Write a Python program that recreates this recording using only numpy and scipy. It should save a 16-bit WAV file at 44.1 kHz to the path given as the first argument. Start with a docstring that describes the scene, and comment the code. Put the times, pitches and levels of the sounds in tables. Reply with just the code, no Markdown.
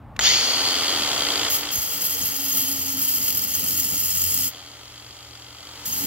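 """Cordless angle grinder on brick.

In a workshop the grinder clicks on, runs up, grazes a soft brick, cuts, lifts off and bites again.
Rotor speed sets the gear whine and the rattle of the gear play; the fan rushes.
Grit rings the steel blade and shakes the bench, where two close microphone ports listen.
The heard level of fan and rattle falls during the long cut and stays low afterwards."""
import sys
import numpy as np
from scipy import signal
from scipy.fft import rfft, irfft, next_fast_len
from scipy.io import wavfile

SR = 44100
rng = np.random.default_rng(int(sys.argv[2]) if len(sys.argv) > 2 else 0)


def to_wav(sig):
    """Store sig (one row per channel, or 1-D mono) as 16-bit WAV at the path in sys.argv[1].

    Samples outside -1..1 are clipped; the rate is SR.
    """
    pcm = np.clip(np.atleast_2d(sig), -1, 1) * 32767
    pcm = np.round(pcm).astype(np.int16)
    wavfile.write(sys.argv[1], SR, pcm.T)  # frames by channels


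N = 267290
T = np.arange(N) / SR
N_FFT = 2 * next_fast_len(N // 2 + 2048, True)
FREQ_HZ = np.fft.rfftfreq(N_FFT, 1 / SR)

ON_S, FREE_HZ = 0.192, 293.3  # motor start, free rotor speed
GRIP_POWER = 7.6  # the slot grips the blade only near full feed


def undb(db):
    """Decibels to gain."""
    return np.exp(np.asarray(db) * np.log(10) / 20)


def unit(x):
    """Scale to rms 1."""
    return x / np.sqrt(np.mean(x ** 2))


def gains(table, fade_s=0.0046):
    """The dB columns of a time curve as gains, silent outside its span."""
    times, *columns = np.transpose(table)
    gate = np.clip(np.minimum(T - times[0], times[-1] - T) / fade_s + 1, 0, 1)
    return [gate * undb(np.interp(T, times, db)) for db in columns]


def walk(rate_hz):
    """Smooth random drift, spread near 1."""
    return 1.23 * np.interp(T * rate_hz, np.arange(N // 10), rng.standard_normal(N // 10))


def bump(at_s, sigma_s):
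    """Gaussian swell, peak 1."""
    return np.exp(-.5 * ((T - at_s) / sigma_s) ** 2)


def swells(table):
    """Sum of bumps from rows of t/s, level/dB, sigma/s."""
    return sum(undb(db) * bump(at_s, sigma_s) for at_s, db, sigma_s in table)


def lagged(x, tau_s):
    """One-pole lag."""
    pole = np.exp(-1 / (tau_s * SR))
    return signal.lfilter([1 - pole], [1, -pole], x)


def colour(points):
    """Response through f/Hz, gain/dB points, falling away below the first."""
    hz, db = np.transpose(points)
    return undb(np.interp(np.log(FREQ_HZ + 1), np.log(hz), db)) * np.minimum(FREQ_HZ / hz[0], 1) ** 2


def modes(table, skirt=1.53):
    """Resonances summed in power; one response per dB column."""
    hz, width_hz, *levels = np.transpose(table)
    bells = (1 + (2 * (FREQ_HZ - hz[:, None]) / width_hz[:, None]) ** 2 / skirt) ** -skirt
    return [np.sqrt(undb(db) ** 2 @ bells) for db in levels]


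def minimum_phase(gain):
    """Phase that makes a body ring after a blow, never before."""
    cepstrum = irfft(np.log(gain + gain.max() / 1000))
    cepstrum[N_FFT // 2:] = 0
    return np.exp(2j * rfft(cepstrum).imag)


def excite(force, mid, side, band_hz=None, direct=0.9, blows=0):
    """Fine random impacts and single blows ring a body, in stereo; unit mid gain over band_hz."""
    impacts = force * rng.standard_normal((2, N)) + blows
    near, scattered = rfft(impacts, N_FFT) * minimum_phase(np.hypot(mid, side))
    centre = irfft(near * mid)[:N]
    # direct sound reaches the right port first
    spread = irfft((np.sqrt(1 - direct ** 2) * scattered - 1j * direct * near) * side)[:N]
    power = np.mean(mid ** 2 * ((FREQ_HZ > band_hz[0]) & (FREQ_HZ < band_hz[1]))) if band_hz else 1
    return np.array([centre + spread, centre - spread]) / np.sqrt(power)


def tones(hz, orders, flutter_db=1.5):
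    """Fluttering multiples of a frequency, slightly later at the left port."""
    lag_s = np.array([[5.4e-5], [0]])
    turns = np.cumsum(hz) / SR - lag_s * hz
    return np.sqrt(2) * sum(
        undb(db + flutter_db * walk(25)) * np.sin(2 * np.pi * (order * turns + rng.random()))
        for order, db in orders)


# handling thumps: t/s, level/dB, sigma/s
THUMPS = [(0.163, -69, 0.057), (0.24, -49, 0.046), (1.502, -64, 0.015), (1.774, -47.5, 0.017),
          (2.226, -49, 0.02), (2.61, -61, .02), (2.72, -58, 0.026), (2.9, -59, .015), (3.323, -58, .015),
          (3.94, -54, .02), (5.948, -56, 0.051)]
# room rumble spectrum: f/Hz, gain/dB
ROOM_COLOUR = [(28, -13), (50, 0.5), (120, 0), (170, -10.5), (260, -7), (400, -21.5), (800, -13.5),
               (1200, -20.5), (6000, -53.5)]
# low hums: f/Hz, relative level/dB, swell start/s
HUMS = [(76.5, -53.5, 5.0), (117, -51.2, 4.45)]


def workshop():
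    """Room and handling rumble that follows the heard fan level; two hums swell after the long cut."""
    fan, _ = gains(HEARD_LEVELS)
    force = undb(-68) + undb(-27) * fan + undb(-51) * (T < ON_S) + swells(THUMPS)
    room = colour(ROOM_COLOUR)
    rumble = excite(force, room, undb(-17) * room, band_hz=(25, 68), direct=0.21)
    hum = 0
    for hz, db, swell_s in HUMS:
        swell = undb(-4.5 * np.clip(1 - (T - swell_s) / .25, 0, 1))
        hum += swell * tones(np.full(N, hz), [(1, db)], flutter_db=0.5)
    return rumble + undb(-4) * hum


# bench vibration: t/s, rumble/dB, push/dB, drone/dB
BENCH_LEVELS = [(1.7, -56, -57, -56), (2.1, -54, -60, -62), (2.2, -55.5, -54, -47.5),
                (2.45, -52, -53, -42.5), (2.57, -46.5, -54, -41), (2.65, -49.5, -59, -41),
                (2.84, -49, -48, -43), (3.01, -47, -52, -38), (3.09, -49.5, -54, -47.5),
                (3.3, -51.5, -51, -48), (3.55, -46.5, -49, -47), (3.97, -56, -47, -49),
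                (4.08, -54, -47.5, -58), (4.28, -48, -39.5, -55), (4.34, -52, -46.5, -57),
                (4.4, -51, -43, -40), (4.49, -51, -46, -48), (5.88, -46, -55, -60), (6.05, -57, -49, -35)]
# brick shudders: t/s, level/dB, sigma/s
SHUDDERS = [(1.77, -60, 0.013), (2.224, -56, 0.022), (3.92, -48, 0.048), (6.058, -41, 0.025)]
# bench spectrum: f/Hz, gain/dB
BENCH_COLOUR = [(60, -8.5), (100, -9.5), (133, 0.5), (155, -11), (180, 0.5), (215, -5.5), (300, -5),
                (345, -17), (500, -14), (1500, -29), (8000, -37)]
# hop on every other turn: blade order, relative level/dB
JUDDER_ORDERS = [(1.5, 0), (2.5, -9), (3.5, -1)]
# once-a-turn push: blade order, relative level/dB
PUSH_ORDERS = [(1, 0), (2, -9), (4, -20), (5, -14)]


def bench(blade_hz, load):
    """The blade shakes brick and bench: rumble, low drone, and judder when it hops in the slot."""
    rumble_gain, push_gain, drone_gain = load * np.array(gains(BENCH_LEVELS))
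    force = rumble_gain * undb(2.5 * walk(18)) + swells(SHUDDERS)
    body = colour(BENCH_COLOUR)
    rumble = excite(force, body, undb(-5) * body, band_hz=(110, 220), direct=0.17)
    drone_gain *= undb(2 * walk(60) - 1)
    drone = drone_gain * tones(blade_hz * (1 + .013 * walk(40)), [(3, 0)], flutter_db=2.5)
    judder = undb(-50.5) * bump(at_s=3.82, sigma_s=0.18) * tones(blade_hz, JUDDER_ORDERS, flutter_db=2.5)
    push = push_gain * tones(blade_hz, PUSH_ORDERS)
    return rumble + push + drone + judder


# trigger click, then gear clack: t/s, level/dB, decay/s
CLICKS = [(0.1635, -33, 0.002), (0.166, -31, 0.002), (0.192, -12.2, 0.0025), (0.1965, -22, 0.003)]
# click spectrum: f/Hz, gain/dB
CLICK_COLOUR = [(59, -41), (100, -29), (300, -2), (814, 2.5), (1350, -3), (1950, 5), (3200, -2),
                (4000, -3.5), (6760, -10), (10100, -28), (13500, -17), (15000, -34)]


def switch_on():
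    """The trigger clicks, the gears take up their play and the stalled motor pings."""
    force = sum(undb(db) * (T >= at_s) * np.exp(-abs(T - at_s) / decay_s) for at_s, db, decay_s in CLICKS)
    body = colour(CLICK_COLOUR)
    clicks = excite(force, body, undb(-7) * body, band_hz=(100, 15000))
    age_s = np.maximum(T - ON_S, 0)
    ping = tones(np.full(N, 6880.), [(1, -19.5)]) * (age_s > 0) * np.exp(-age_s / 0.018)
    return clicks + ping


# gear grind spectrum, mid and side: f/Hz, gain/dB
GRIND_MID = [(800, -33), (1300, -14), (2060, 0), (2450, -4), (3300, 5), (4050, -7), (4800, 3), (5500, 1),
             (6400, -1), (6920, 6.5), (7200, -34), (15000, -19)]
GRIND_SIDE = [(800, -28), (2000, -6), (3500, 4), (4000, -8), (5200, -2), (6200, -1), (6920, 9), (7200, -17),
              (15000, -20)]
# housing resonances swept by the mesh tones: f/Hz, width/Hz, gain/dB
SWEPT_MODES = [(1560, 260, -11), (2080, 380, 0), (2950, 260, -2), (3520, 300, 2), (4510, 220, 7),
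               (5150, 300, -3), (6850, 200, 0)]
# mesh tones under torque: rotor order, relative level/dB
MESH_ORDERS = [(11, 0), (17, -11), (22, 1), (33, -3)]


def run_up(rotor_hz, gap_hz):
    """Starting torque grinds the gears and rings the housing, fading as the rotor nears free speed."""
    soft_start_s = 0.066
    current = np.minimum(np.maximum(T - ON_S, 0) / soft_start_s, 1) ** 2
    torque = current * np.maximum(gap_hz / FREE_HZ - .015, 0)
    grind_force = torque * undb(-17 + 0.55 * walk(340))
    grind = excite(grind_force, colour(GRIND_MID), colour(GRIND_SIDE), band_hz=(5300, 7200), direct=0.66)
    ring_force = undb(-21) * current * torque ** 0.38 * (rotor_hz / FREE_HZ) ** 0.53
    ring_modes = modes([(4490, 150, 0, 3), (4900, 200, -10, -6)])
    ring = excite(ring_force, *ring_modes, band_hz=(4300, 4800), direct=0.81)
    housing, = modes(SWEPT_MODES)
    unsteady_hz = rotor_hz * (1 + .013 * walk(300))
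    pressure = np.minimum(torque / .36, 1) ** 2 * undb(3.5 * walk(400))
    mesh = sum(np.interp(order * rotor_hz, FREQ_HZ, housing) * tones(unsteady_hz, [(order, db)])
               for order, db in MESH_ORDERS)
    return grind + ring + undb(-27.8) * pressure * mesh


def knocks(hz, late_turns, jitter=.16, scatter_db=3.5, rebound=.58, rebound_s=.0033):
    """Tooth blows about 1 + late_turns apart, each rebounding twice; rows are direct and scattered."""
    count = np.cumsum(hz / (1 + abs(late_turns))) / SR
    spacing, strength, *delays = rng.random((N // 400, 7)).T
    onsets = np.searchsorted(count, np.cumsum(1 + jitter * (spacing - .5)))
    size = undb(scatter_db * strength)
    first = np.bincount(onsets, size, N)[:N]
    later = [np.bincount(onsets + (SR * rebound_s * delay).astype(int), size, N)[:N] for delay in delays]
    return unit(np.array([first + rebound * sum(later[:2]), rebound * sum(later[2:])]))


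# fan and rattle level as heard: t/s, fan/dB, rattle/dB
HEARD_LEVELS = [(0.21, -33.5, -26.5), (0.6, -33, -34.5), (1.45, -32.5, -31.5), (1.8, -40.5, -40.5),
                (2.9, -46.5, -48), (3.5, -48.5, -69), (4.4, -48.5, -50), (4.7, -51.5, -54.5),
                (5.55, -52, -52.5), (6.06, -42.5, -52)]
# fan spectrum, mid and side: f/Hz, gain/dB
FAN_MID = [(110, -11), (190, -16), (290, -7.5), (500, -7.5), (630, -8.5), (800, -5.5), (1050, -8.5),
           (1320, -5), (1650, -11.5), (2050, -7.5), (2400, -11), (3200, -6.5), (4700, -16), (5800, -17.5),
           (6800, -16.5), (9000, -21), (15500, -24)]
FAN_SIDE = [(100, -58), (400, -51), (700, -6.5), (1050, -20.5), (1600, -16), (2600, -11.5), (5000, -7),
            (7000, -16), (9000, -24), (15500, -22)]
# gear housing modes: f/Hz, width/Hz, mid/dB, side/dB
HOUSING_MODES = [(2780, 150, -10, -14), (3140, 170, -1, -9), (3260, 160, -1.5, -7), (3850, 300, -16, -10),
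                 (4170, 60, -7, -13), (4550, 130, -2, -1.5), (4690, 140, -12, -2.5), (4890, 200, -7, -6)]
# rotor, mesh and commutator tones: rotor order, relative level/dB
WHINE_ORDERS = [(1, -13.5), (2, -20), (11, -11), (17, -23), (22, -23), (23, -13), (24, -7), (25, -21),
                (26, -22), (30, -22), (34, -26), (35, -15.5), (36, -19), (48, -25)]
# gear tones under load: blade order, relative level/dB
STRAIN_ORDERS = [(5, -58), (9, -64), (10, -65), (34, -51)]


def motor(rotor_hz, blade_hz, load, feed):
    """Fan rush, whine and teeth knocking through their play; load lowers these and adds gear tones."""
    fan, rattle = gains(HEARD_LEVELS)
    loose_hz, coast_hz = 32, 3.1  # gaps to free speed within which the teeth come loose, then coast
    gap_hz = abs(FREE_HZ - rotor_hz)
    loose = 1 / (1 + (gap_hz / loose_hz) ** 8)
    coasting = (1 + .2 * walk(40)) / (1 + (gap_hz / coast_hz) ** 4)
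    blows = loose * knocks(blade_hz, late_turns=.02 + .95 * coasting)
    jolt = unit(lagged(blows[0], tau_s=0.0017))
    airflow = fan * unit(1 + 0.22 * jolt)
    rush = excite(airflow, colour(FAN_MID), colour(FAN_SIDE), band_hz=(600, 2000), direct=0.55)
    rub = .45 * jolt + .2 + .2 * load + .6 * (1 - loose)
    gears = excite(rattle * rub, *modes(HOUSING_MODES), band_hz=(2900, 3500), direct=.65,
                   blows=.9 * rattle * blows)
    whine = undb(3.5) * fan * (rotor_hz / FREE_HZ) ** 3 * tones(rotor_hz, WHINE_ORDERS)
    strain = load * undb(2 - 5 * feed ** GRIP_POWER) * tones(blade_hz, STRAIN_ORDERS, flutter_db=4.5)
    return undb(-4.5 * load) * (rush + whine) + undb(-5.5 * load) * gears + strain


# blade snags: t/s, relative level/dB, sigma/s
SNAGS = [(1.512, -41, 0.014), (1.754, -30, 0.012), (1.796, -37, 0.013), (2.228, -26, 0.0074),
         (2.519, -28, 0.0062), (3.548, -30, 0.0091), (5.927, -25.5, 0.0036)]


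def squeal():
    """Each snag rings one narrow blade mode."""
    return undb(-5) * excite(swells(SNAGS), *modes([(6480, 60, 0, 6)]), band_hz=(6000, 8500))


# blade modes in the slot: f/Hz, width/Hz, mid/dB, side/dB, best depth (0-1)
SLOT_MODES = [(11150, 70, -13, -15, .03), (12525, 55, -1.5, -13, .1), (13460, 90, -7, -9, .03),
              (13385, 50, -2.5, 3.5, .33), (13350, 40, 0, 3, .58), (12580, 200, -12, -16, .68),
              (13670, 330, -8, -8, .8), (14500, 500, -20, -20, .7)]


def slot(force, feed, depth_span=.17):
    """The slot holds the sinking blade at new places: clear modes ring first, broad damped ones last."""
    depth = lagged(feed, tau_s=1)
    ring = 0
    for *mode, best_depth in SLOT_MODES:
        share = np.exp(-.5 * ((depth - best_depth) / depth_span) ** 2) * undb(1.5 * walk(9))
        ring += excite(force * share, *modes([mode]), direct=0.94)
    return undb(19.5) * ring


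def contact(touch_s, lift_s, release_s, bite_s=.012):
    """Envelope of one contact: the rim sinks in, holds and rings off."""
    return np.clip((T - touch_s) / bite_s, 0, 1) * np.exp(-np.maximum(T - lift_s, 0) / release_s)


def chatter(blade_hz, feed, bounce_db=2.2, scatter_db=1.9, rise_turns=.087, decay_turns=.22):
    """Gritty rub plus one bite a turn from the rim's high spot; bounce alternates strong and weak."""
    phase, turn = np.modf(np.cumsum(blade_hz) / SR)
    turn = turn.astype(int)
    size_db = bounce_db * walk(6) * (-1.) ** turn + scatter_db * rng.standard_normal(N // 400)[turn]
    bite = (1.3 + feed) * undb(size_db) * np.minimum(phase / rise_turns, 1) * np.exp(-phase / decay_turns)
    roughness = undb(1.4 * walk(60) + 0.5 * walk(350) + 1.3 * walk(3000))
    return unit((1 + bite) * roughness)


# blade on brick: touch/s, lift/s, release/s, rim force/dB, flank force/dB
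CONTACTS = [(1.492, 1.555, 0.034, -25, -36), (1.707, 4.475, .015, -29.5, -39.5),
            (5.846, 6.06, 0.012, -30.5, -40.5)]
# harder or lighter bite: t/s, change/dB, sigma/s
SURGES = [(1.747, 4, 0.017), (1.901, -3, 0.013), (1.988, -2, 0.0098), (2.046, 3.5, 0.025),
          (2.12, 2, 0.0069), (2.255, 5.5, 0.02), (2.585, 4.5, 0.034), (2.814, -3.5, 0.042),
          (3.107, 4, 0.058), (3.264, 2.5, 0.017), (3.402, -3, 0.017), (3.556, 3.5, 0.015),
          (4.036, 2.5, 0.02), (4.304, 2, 0.074)]
# steel blade modes: f/Hz, width/Hz, mid/dB, side/dB
BLADE_MODES = [(2780.0, 119.0, -21.0, -21.0), (3150.0, 230.0, -19.0, -22.0), (4950.0, 403.0, -29.0, -16.0),
               (5400.0, 143.0, -21.0, -16.0), (5820.0, 49.0, -25.0, -41.0), (6470.0, 84.0, -15.0, -8.0),
               (7020.0, 160.0, -19.0, -11.0), (7620.0, 175.0, -26.0, -17.0), (8030.0, 133.0, -19.0, -16.0),
               (8790.0, 122.0, -20.0, -14.0), (9030.0, 38.0, -41.0, -9.0), (9480.0, 35.0, -30.0, -20.0),
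               (10090.0, 64.0, -12.0, -12.0), (11000.0, 110.0, -15.0, -7.0), (11570.0, 53.0, -13.0, -18.0),
               (12527.0, 85.0, -10.5, -18.0), (12890.0, 33.0, -19.0, -41.0), (13360.0, 70.0, -9.0, -5.0),
               (13620.0, 49.0, -8.0, -11.0), (13815.0, 70.0, -5.0, -16.0), (15375.0, 172.0, -15.0, -19.0),
               (15730.0, 100.0, -10.0, -13.0)]
# broadband dust under the modes: f/Hz, gain/dB
DUST_COLOUR = [(500, -52), (820, -32.5), (1100, -37.5), (1350, -28), (1600, -38.5), (2000, -26.5),
               (2450, -32.5), (3700, -32.5), (4500, -24), (9500, -38), (12000, -21.5), (15500, -25)]
# very faint hiss of powder leaving the slot: f/Hz, gain/dB
POWDER_COLOUR = [(9800, -14), (10800, 7), (12000, -8), (13400, -9), (14600, -13), (15600, 8)]
# blade modes deep in the slot: f/Hz, width/Hz, mid/dB, side/dB
DEEP_MODES = [(2790, 50, -14, -16), (5450, 160, -12, -7), (7020, 110, -6, 1), (7620, 90, -8, 0),
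              (9030, 40, -14, 3), (11000, 100, -3, 4), (15730, 70, 0, -3)]


def cut(blade_hz, feed):
    """Grit strikes the blade: the rim sizzles in the high modes, the flanks rub the lower ones."""
    surge_db = sum(db * bump(at_s, sigma_s) for at_s, db, sigma_s in SURGES) + .35 * walk(22.18)
    sizzle = undb(surge_db) * sum(contact(*times) * undb(db) for *times, db, _ in CONTACTS)
    scrape = undb(0.58 * surge_db) * sum(contact(*times) * undb(db) for *times, _, db in CONTACTS)
    grit = chatter(blade_hz, feed)
    rim_force = sizzle * grit
    flank_force = scrape * unit(grit ** 0.61)  # flanks rub more evenly
    mid, side = np.hypot(modes(BLADE_MODES, skirt=1.6), colour(DUST_COLOUR))
    high = 1 / (1 + (9700 / (FREQ_HZ + 1)) ** 14)
    low = 1 - high
    rim = undb(-2.5) * excite(rim_force, mid * high, side * high, band_hz=(12000, 15000), direct=0.48)
    hiss = colour(POWDER_COLOUR)
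    powder = excite(rim_force * undb(-106 + 28 * feed), hiss, hiss, band_hz=(12000, 15000), direct=0.61)
    apart = np.minimum(FREQ_HZ / 2700, 1)  # long waves reach both ports alike
    flanks = excite(flank_force, mid * low, side * apart * low, band_hz=(6000, 8500), direct=0.73)
    squeals = squeal()
    deep = undb(2) * excite(flank_force * feed ** GRIP_POWER, *modes(DEEP_MODES), band_hz=(6000, 12000))
    return rim + powder + flanks + squeals + deep + slot(rim_force, feed)


# hand pressure on the blade: t/s, feed (0-1)
FEED = [(1.85, .02), (2.2, .33), (2.6, .7), (3.15, .74), (3.45, .86), (3.8, 1), (4.5, 1), (5.85, .35)]
# run-up stages: gap to free speed/Hz, time constant/s
RUN_UP_STAGES = [(110, .04), (175, .18), (6.3, 1.1)]


def scene():
    """One rotor drives gears and blade: it runs up, sags under feed and recovers when the blade lifts."""
    sag_hz, inertia_s = 20.6, 0.12
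    pinion_teeth, crown_teeth = 11, 34
    load = np.minimum(sum(contact(*row[:3]) for row in CONTACTS), 1)
    feed = lagged(load * np.interp(T, *np.transpose(FEED)), inertia_s)
    gap_hz = sum(hz * np.exp(-np.maximum(T - ON_S, 0) / tau_s) for hz, tau_s in RUN_UP_STAGES)
    rotor_hz = (FREE_HZ - gap_hz - sag_hz * feed) * (1 + .0008 * walk(30))
    blade_hz = rotor_hz * pinion_teeth / crown_teeth
    tool = motor(rotor_hz, blade_hz, load, feed) + switch_on() + run_up(rotor_hz, gap_hz)
    return tool + cut(blade_hz, feed) + bench(blade_hz, load) + workshop()


# microphone port balance: f/Hz, left minus right/dB
PORT_BALANCE = [(60, 1.5), (200, -0.5), (1000, -0.5), (2600, 1.4), (8000, 1.1), (15000, 0.5)]


def record(dry, top_hz=15760):
    """Two ports of slightly unlike colour, then a steep low-pass."""
    balance_db = np.interp(FREQ_HZ, *np.transpose(PORT_BALANCE))
    ports = undb(np.array([balance_db, -balance_db]) / 2)
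    heard = irfft(rfft(dry, N_FFT) * ports)[:, :N]
    return signal.sosfilt(signal.ellip(16, .3, 80, top_hz, fs=SR, output="sos"), heard)


dry = scene()
out = record(dry)
to_wav(out)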